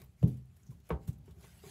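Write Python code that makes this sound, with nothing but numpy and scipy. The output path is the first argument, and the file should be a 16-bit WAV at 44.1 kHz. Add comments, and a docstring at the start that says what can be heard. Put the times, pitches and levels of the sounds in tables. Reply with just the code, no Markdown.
"""Dull thumps boom, hard knocks clack and small dry crunches sound close by in a quiet room.
A hamster gnaws and tugs at a bone in a cage of wood shavings, which rustle most near the end,
when the bone is lifted and turned. Thumps and knocks are fading sine waves plus noise with a room tail.
Crunches and rustles mix tiny random clicks with hiss; the scrape and the background are coloured noise."""
import sys
import numpy as np
from scipy import signal
from scipy.fft import rfft, irfft, next_fast_len
from scipy.io import wavfile
from scipy.ndimage import uniform_filter1d

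SR = 44100
rng = np.random.default_rng(int(sys.argv[2]) if len(sys.argv) > 2 else 0)


def master(y):
    """Save y as 16-bit WAV."""
    cut = np.clip(np.atleast_2d(y).T, -1, 1)
    pcm = np.round(cut * 32767)  # scale
    wavfile.write(sys.argv[1], SR, pcm.astype(np.int16))


N = 74970  # length in samples
T = np.arange(N) / SR  # time in seconds

# A "t60" is the time in seconds that a sound takes to fade by 60 dB.
# Dull thumps on the cage floor. Each row: start in seconds, level in dB, pitch of the push in Hz,
# width of the push in cycles, floor ringing in dB, t60 of the damping by the contact in seconds,
# diffuse boom in dB (ringing and boom are relative to the push).
THUMPS = [(0.215, -30.5, 107, 2.3, -14, .3, -29), (0.2329, -14.5, 136.6, 0.78, -4, 7.4, -15),
          (0.689, -39, 134, 2.1, -6.5, 0.59, -18.5), (0.9092, -31.5, 67, 2.15, 6, 0.38, -31.5),
          (1.077, -26, 103.7, 0.7, -10, 0.74, -20), (1.172, -73, 100, 0.55, -3.5, 0.25, -15),
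          (1.655, -49.5, 147, 1.6, -13, 0.55, -17)]
# Notes the cage floor rings with. Each row: pitch in Hz, level in dB, t60 in seconds.
FLOOR_MODES = [(85, -26, 1), (105.5, -10, 0.22), (126.3, -7.5, 0.53), (160.8, 3.5, .15), (207.3, -12, 0.31),
               (238.9, -30, 0.35), (310.5, -20.5, 0.26), (373, -23, .18), (403.4, -25, 0.26),
               (508, -45, 0.37)]
# Colour of a thump's diffuse boom. Each row: frequency in Hz, level in dB.
BOOM_COLOUR = [(30, -40), (55, -1), (150, 4.5), (260, -4.5), (500, -24), (900, -34.5), (1600, -48),
               (4000, -86)]
THUMP_RISE_S, BOOM_RISE_S = 0.0051, 0.004
PUSH_PEAK_CYCLES = 1.57  # the push is strongest this many cycles after it starts

# The bone knocks on wood. Each row: start in seconds, level in dB, treble tilt in dB per octave
# above 500 Hz, pitch of the struck spot in Hz, level of that spot in dB.
KNOCKS = [(0.017, -57.5, 3, 438, -9), (0.228, -34, -14, 576, -3), (0.719, -64, -0.5, 1000, -1),
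          (0.8943, -47.5, 1, 550, -32), (0.9037, -27.5, 1.5, 504, -1), (1.279, -58.5, 3, 379, 10),
          (1.441, -59.5, 5.5, 800, -1), (1.638, -54, 1, 415, 9.5)]
# Notes bone and wood ring with. Each row: pitch in Hz, level in dB, t60 in seconds.
WOOD_MODES = [(296.5, -18, 0.32), (356, -16.5, 0.26), (422.5, -18, 0.4), (451, -5, 0.11), (597, -3, 0.03),
              (763, -15, 0.083), (782, -33, 0.76), (917, -15.5, 0.2), (983, -11.5, 0.033),
              (1061, -13.5, 0.07), (1110, -14, 0.13), (1260, -20, 0.12), (1526, -24, 0.15),
              (2272, -17.5, 0.041), (3150, -54, 0.051)]
# Colour of the contact noise. Each row: frequency in Hz, level in dB.
CLACK_COLOUR = [(150, -37), (420, 15.5), (1200, 8.5), (1450, 1.5), (2400, -3.5), (3300, -8), (4200, -21),
                (5400, -32), (8000, -57), (15000, -54)]
CLACK_DB, CLACK_T60_S, KNOCK_ROOM_DB = -3, 0.0083, -12.5
KNOCK_RISE_S, SPOT_T60_S = 0.0005, 0.058
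WOOD_BLUR_HZ = 8.5  # the loose contact smears each note a little
# How slowly the room fades. Each row: frequency in Hz, t60 in seconds.
ROOM_T60 = [(60, 0.57), (130, 0.33), (300, 0.36), (800, .24), (2000, 0.14), (5000, .12), (15000, 0.05)]

# Crunches of teeth on bone. Each row: start in seconds, level in dB, rise in seconds, t60 in seconds,
# pitch of the resonance in Hz, height of that resonance in dB.
CRUNCHES = [(0.016, -50.5, 0.00092, 0.028, 10800, -3.5), (0.04, -63, 0.00081, 0.043, 14100, 28),
            (0.226, -56.5, .002, 0.07, 2780, 13.5), (0.276, -56, 0.0014, 0.1, 11500, 5.5),
            (0.367, -67, 0.0034, 0.084, 10200, 6), (0.455, -73, 0.00091, 0.033, 10700, 13),
            (0.56, -64, .007, 0.042, 11900, 6), (0.632, -64.5, 0.00088, 0.028, 6900, 32),
            (0.663, -68.5, 0.001, 0.17, 6000, 21), (0.702, -67.5, 0.0031, 0.25, 6700, 4),
            (0.8, -67.5, 0.0014, 0.047, 11100, -4), (0.889, -54.5, 0.0019, 0.049, 12000, 12),
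            (1.053, -68, 0.0026, 0.014, 7500, 22), (1.071, -52, 0.0059, 0.13, 7850, 3.5),
            (1.125, -65.5, 0.003, 0.1, 7200, 7.5), (1.183, -69, 0.0015, 0.027, 12900, 19),
            (1.256, -69, 0.0017, 0.044, 7500, 8), (1.307, -65.5, 0.0015, 0.094, 3340, 8.5)]
# Colour of a crunch before its resonance. Each row: frequency in Hz, level in dB.
CRUNCH_COLOUR = [(200, 12), (1000, 2.5), (2000, -2.5), (3400, 0), (4700, -3), (7300, -1), (9300, -2.5),
                 (11300, 1.5), (15500, -1.5)]
CRUNCH_GRAINS_PER_S, CRUNCH_HISS_SHARE = 1400, 0.83  # share of the power that is smooth hiss
CRUNCH_WIDTH_OCT = 0.28  # distance in octaves at which the resonance has half its dB height

# Loudness of the rustling shavings. Each row: time in seconds, level in dB.
RUSTLE_LEVEL = [(0, -65.5), (.03, -70.5), (.07, -77.5), (.15, -83), (.21, -74.5), (.32, -69.5),
                (.42, -82.5), (.5, -82.5), (.6, -76), (.75, -80.5), (.83, -82), (.87, -69.5), (.99, -86),
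                (1.03, -72.5), (1.13, -79), (1.17, -84), (1.23, -83), (1.28, -73), (1.34, -80), (1.39, -72),
                (1.445, -62), (1.5, -65), (1.56, -67), (1.62, -66.5), (1.66, -60), (1.7, -57.5)]
# Colour of the rustle. Each row: frequency in Hz, level in dB.
RUSTLE_COLOUR = [(200, -43), (600, -4.5), (1300, -7.5), (2000, -6), (2400, -6.5), (3100, -7.5), (5600, -11),
                 (7400, -9), (9500, -14.5), (10700, -7), (15500, -17)]
RUSTLE_GRAINS_PER_S, RUSTLE_HISS_SHARE, RUSTLE_PATCHY_DB = 2200, 0.64, 3

# Loudness of the bone scraping on wood. Each row: time in seconds, level in dB.
SCRAPE_LEVEL = [(0, -62.5), (.08, -92), (.16, -84.5), (.8, -82), (1.03, -79), (1.2, -96), (1.33, -85),
                (1.37, -69.5), (1.43, -64.5), (1.5, -81.5), (1.62, -80.5), (1.66, -56.5), (1.7, -63)]
# Colour of the scrape. Each row: frequency in Hz, level in dB.
SCRAPE_COLOUR = [(200, -28), (320, -9), (395, 5), (480, -23), (600, -14.5), (780, -10.5), (950, -42),
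                 (1100, -20), (2000, -40)]

# Loudness of the low rumble. Each row: time in seconds, level in dB.
RUMBLE_LEVEL = [(0, -55), (.1, -58), (.15, -62), (.45, -62), (.58, -64), (.75, -54.5), (.84, -65),
                (1.0, -53.5), (1.15, -53.5), (1.4, -56.5), (1.55, -60), (1.7, -55.5)]
# Colour of the rumble. Each row: frequency in Hz, level in dB.
RUMBLE_COLOUR = [(25, -83), (40, -16.5), (58, 6.5), (120, 0.5), (175, 0), (240, -12.5), (400, -28),
                 (800, -30), (2000, -53)]
# Colour of the steady background hiss. Each row: frequency in Hz, level in dB.
HISS_COLOUR = [(100, 19), (500, 4), (1500, 6), (4000, -0.5), (11000, -5.5), (15500, -26)]
HISS_DB = -80.5
TOP_HZ = 15700  # the microphone keeps nothing from here up


def thumps():
    """A soft blow pushes the cage floor for a cycle or two and rings its low modes; the room booms after it."""
    out = np.zeros(N)
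    floor = sum(amp(db) * fade(t60) * np.sin(2 * np.pi * hz * T) for hz, db, t60 in FLOOR_MODES)
    attack = rise(THUMP_RISE_S)
    for start_s, db, push_hz, width, ring_db, damping_t60, boom_db in THUMPS:
        cycles = push_hz * T
        push_shape = np.exp(-((cycles - PUSH_PEAK_CYCLES) / width) ** 2)
        push = attack * push_shape * np.sin(2 * np.pi * cycles)
        ring = amp(ring_db) * attack * fade(damping_t60) * floor
        boom = amp(boom_db) * rise(BOOM_RISE_S) * room_tail(BOOM_COLOUR)
        add(out, start_s, amp(db) * (push + ring + boom))
    return out


def knocks():
    """Hard contacts: a clack, the struck spot's brief note, the modes of bone and wood, a short room tail."""
    out = np.zeros(N)
    modes = []
    for k, (hz, db, t60) in enumerate(WOOD_MODES):
        sign = (-1) ** k  # every other mode starts the opposite way
        modes.append((hz, sign * amp(db) * fade(t60) * blurred(hz, WOOD_BLUR_HZ)))
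    for start_s, db, tilt_db, spot_hz, spot_db in KNOCKS:
        tilt = lambda hz: tilt_db * np.log2(max(hz / 500, 1))
        colour = [(hz, band_db + tilt(hz)) for hz, band_db in CLACK_COLOUR]
        ring = sum(amp(tilt(hz)) * mode for hz, mode in modes)
        spot = amp(spot_db) * fade(SPOT_T60_S) * np.sin(2 * np.pi * spot_hz * T)
        clack = amp(CLACK_DB) * fade(CLACK_T60_S) * noise(colour)
        tail = amp(KNOCK_ROOM_DB) * room_tail(colour)
        add(out, start_s, amp(db) * rise(KNOCK_RISE_S) * (ring + spot + clack + tail))
    return out


def teeth():
    """Each bite is a brief burst of fine fractures, coloured by one resonance of the splintering bone."""
    out = np.zeros(N)
    for start_s, db, rise_s, t60, pitch_hz, peak_db in CRUNCHES:
        octaves_off = lambda hz: np.log2((hz + 1) / pitch_hz)
        resonance = lambda hz: amp(peak_db / (1 + (octaves_off(hz) / CRUNCH_WIDTH_OCT) ** 2))
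        fractures = crackle(CRUNCH_COLOUR, CRUNCH_GRAINS_PER_S, CRUNCH_HISS_SHARE)
        burst = unit(filtered(fractures, resonance))
        shape = rise(rise_s) * fade(t60, np.maximum(T - rise_s, 0))
        add(out, start_s, amp(db) * shape * burst)
    return out


def shavings():
    """Movement rustles the bedding; its colour shifts as different flakes rub."""
    rustle = crackle(RUSTLE_COLOUR, RUSTLE_GRAINS_PER_S, RUSTLE_HISS_SHARE)
    return level(RUSTLE_LEVEL) * patchy(rustle, RUSTLE_PATCHY_DB)


def scrape():
    """The dragged bone faintly rubs the wood into a hollow note, made of coloured noise."""
    return level(SCRAPE_LEVEL) * noise(SCRAPE_COLOUR)


def background():
    """A low rumble that swells a little, and a faint steady hiss."""
    rumble = level(RUMBLE_LEVEL) * noise(RUMBLE_COLOUR)
    hiss = amp(HISS_DB) * noise(HISS_COLOUR)
    return rumble + hiss


def room_tail(spectrum):
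    """Diffuse sound in which each frequency dies at the room's speed."""
    hz, t, z = signal.stft(noise(spectrum), SR, nperseg=512)
    fading = fade(along(ROOM_T60, hz)[:, None], t)
    return signal.istft(z * fading, SR, nperseg=512)[1][:N]


def crackle(spectrum, grains_per_s, hiss_share):
    """Tiny fractures of random size, mixed with a share of smooth hiss."""
    grains = (rng.random(N) < grains_per_s / SR) * rng.standard_normal(N)
    clicks = unit(filtered(grains, lambda hz: amp(along(spectrum, hz))))
    return np.sqrt(1 - hiss_share) * clicks + np.sqrt(hiss_share) * noise(spectrum)


def patchy(x, depth_db):
    """Random patches of gain over time and frequency, scaled to rms 1."""
    z = signal.stft(x, nperseg=512)[2]
    field = rng.standard_normal(z.shape)
    field = uniform_filter1d(field, size=4, axis=0)  # smooth over frequency
    field = uniform_filter1d(field, size=6, axis=1)  # smooth over time
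    return unit(signal.istft(z * amp(depth_db * unit(field)), nperseg=512)[1][:N])


def blurred(hz, blur_hz):
    """A sine whose phase wanders at random, so that its line is blur_hz wide."""
    wander = np.cumsum(rng.standard_normal(N)) * np.sqrt(2 * np.pi * blur_hz / SR)
    return np.sin(2 * np.pi * hz * T + wander)


def noise(spectrum):
    """Coloured noise of rms 1."""
    return unit(filtered(rng.standard_normal(N), lambda hz: amp(along(spectrum, hz))))


def filtered(x, response):
    """Multiply each frequency of x by a response."""
    m = next_fast_len(N + SR // 2)  # spare silence keeps the end from wrapping to the start
    return irfft(rfft(x, m) * response(np.fft.rfftfreq(m, 1 / SR)), m)[:N]


def along(points, hz):
    """Read values between (Hz, value) points on a log frequency axis."""
    f, v = np.transpose(points)
    return np.interp(np.log(hz + 1), np.log(f + 1), v)


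def level(points):
    """Gain at every sample from (seconds, dB) points."""
    return amp(np.interp(T, *np.transpose(points)))


def fade(t60, t=T):
    """Exponential decay by 60 dB in t60 seconds."""
    return np.exp(-np.log(1000) * t / t60)


def rise(seconds):
    """Soft attack from silence to full level."""
    return 1 - np.exp(-(T / seconds) ** 2)


def amp(db):
    """Turn decibels into gain."""
    return 10 ** (np.asarray(db) / 20)


def unit(x):
    """Scale to rms 1."""
    return x / np.sqrt(np.mean(x ** 2) + 1e-20)


def add(track, start_s, sound):
    """Mix a sound in at its start time."""
    start = round(start_s * SR)
    track[start:] += sound[:N - start]


def scene():
    """All sources at one microphone."""
    return (thumps() + knocks() + teeth() + shavings() + scrape() + background())[None]


def record(dry):
    """The microphone drops the deepest bass and keeps nothing above its band limit."""
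    low_cut = signal.butter(4, 42, "highpass", fs=SR, output="sos")
    # silent below 32 Hz, full from 52 Hz up to the limit
    band = lambda hz: np.clip((hz - 32) / 20, 0, 1) ** 2 * (hz < TOP_HZ)
    return filtered(signal.sosfilt(low_cut, dry[0]), band)[None]


dry = scene()
out = record(dry)
master(out)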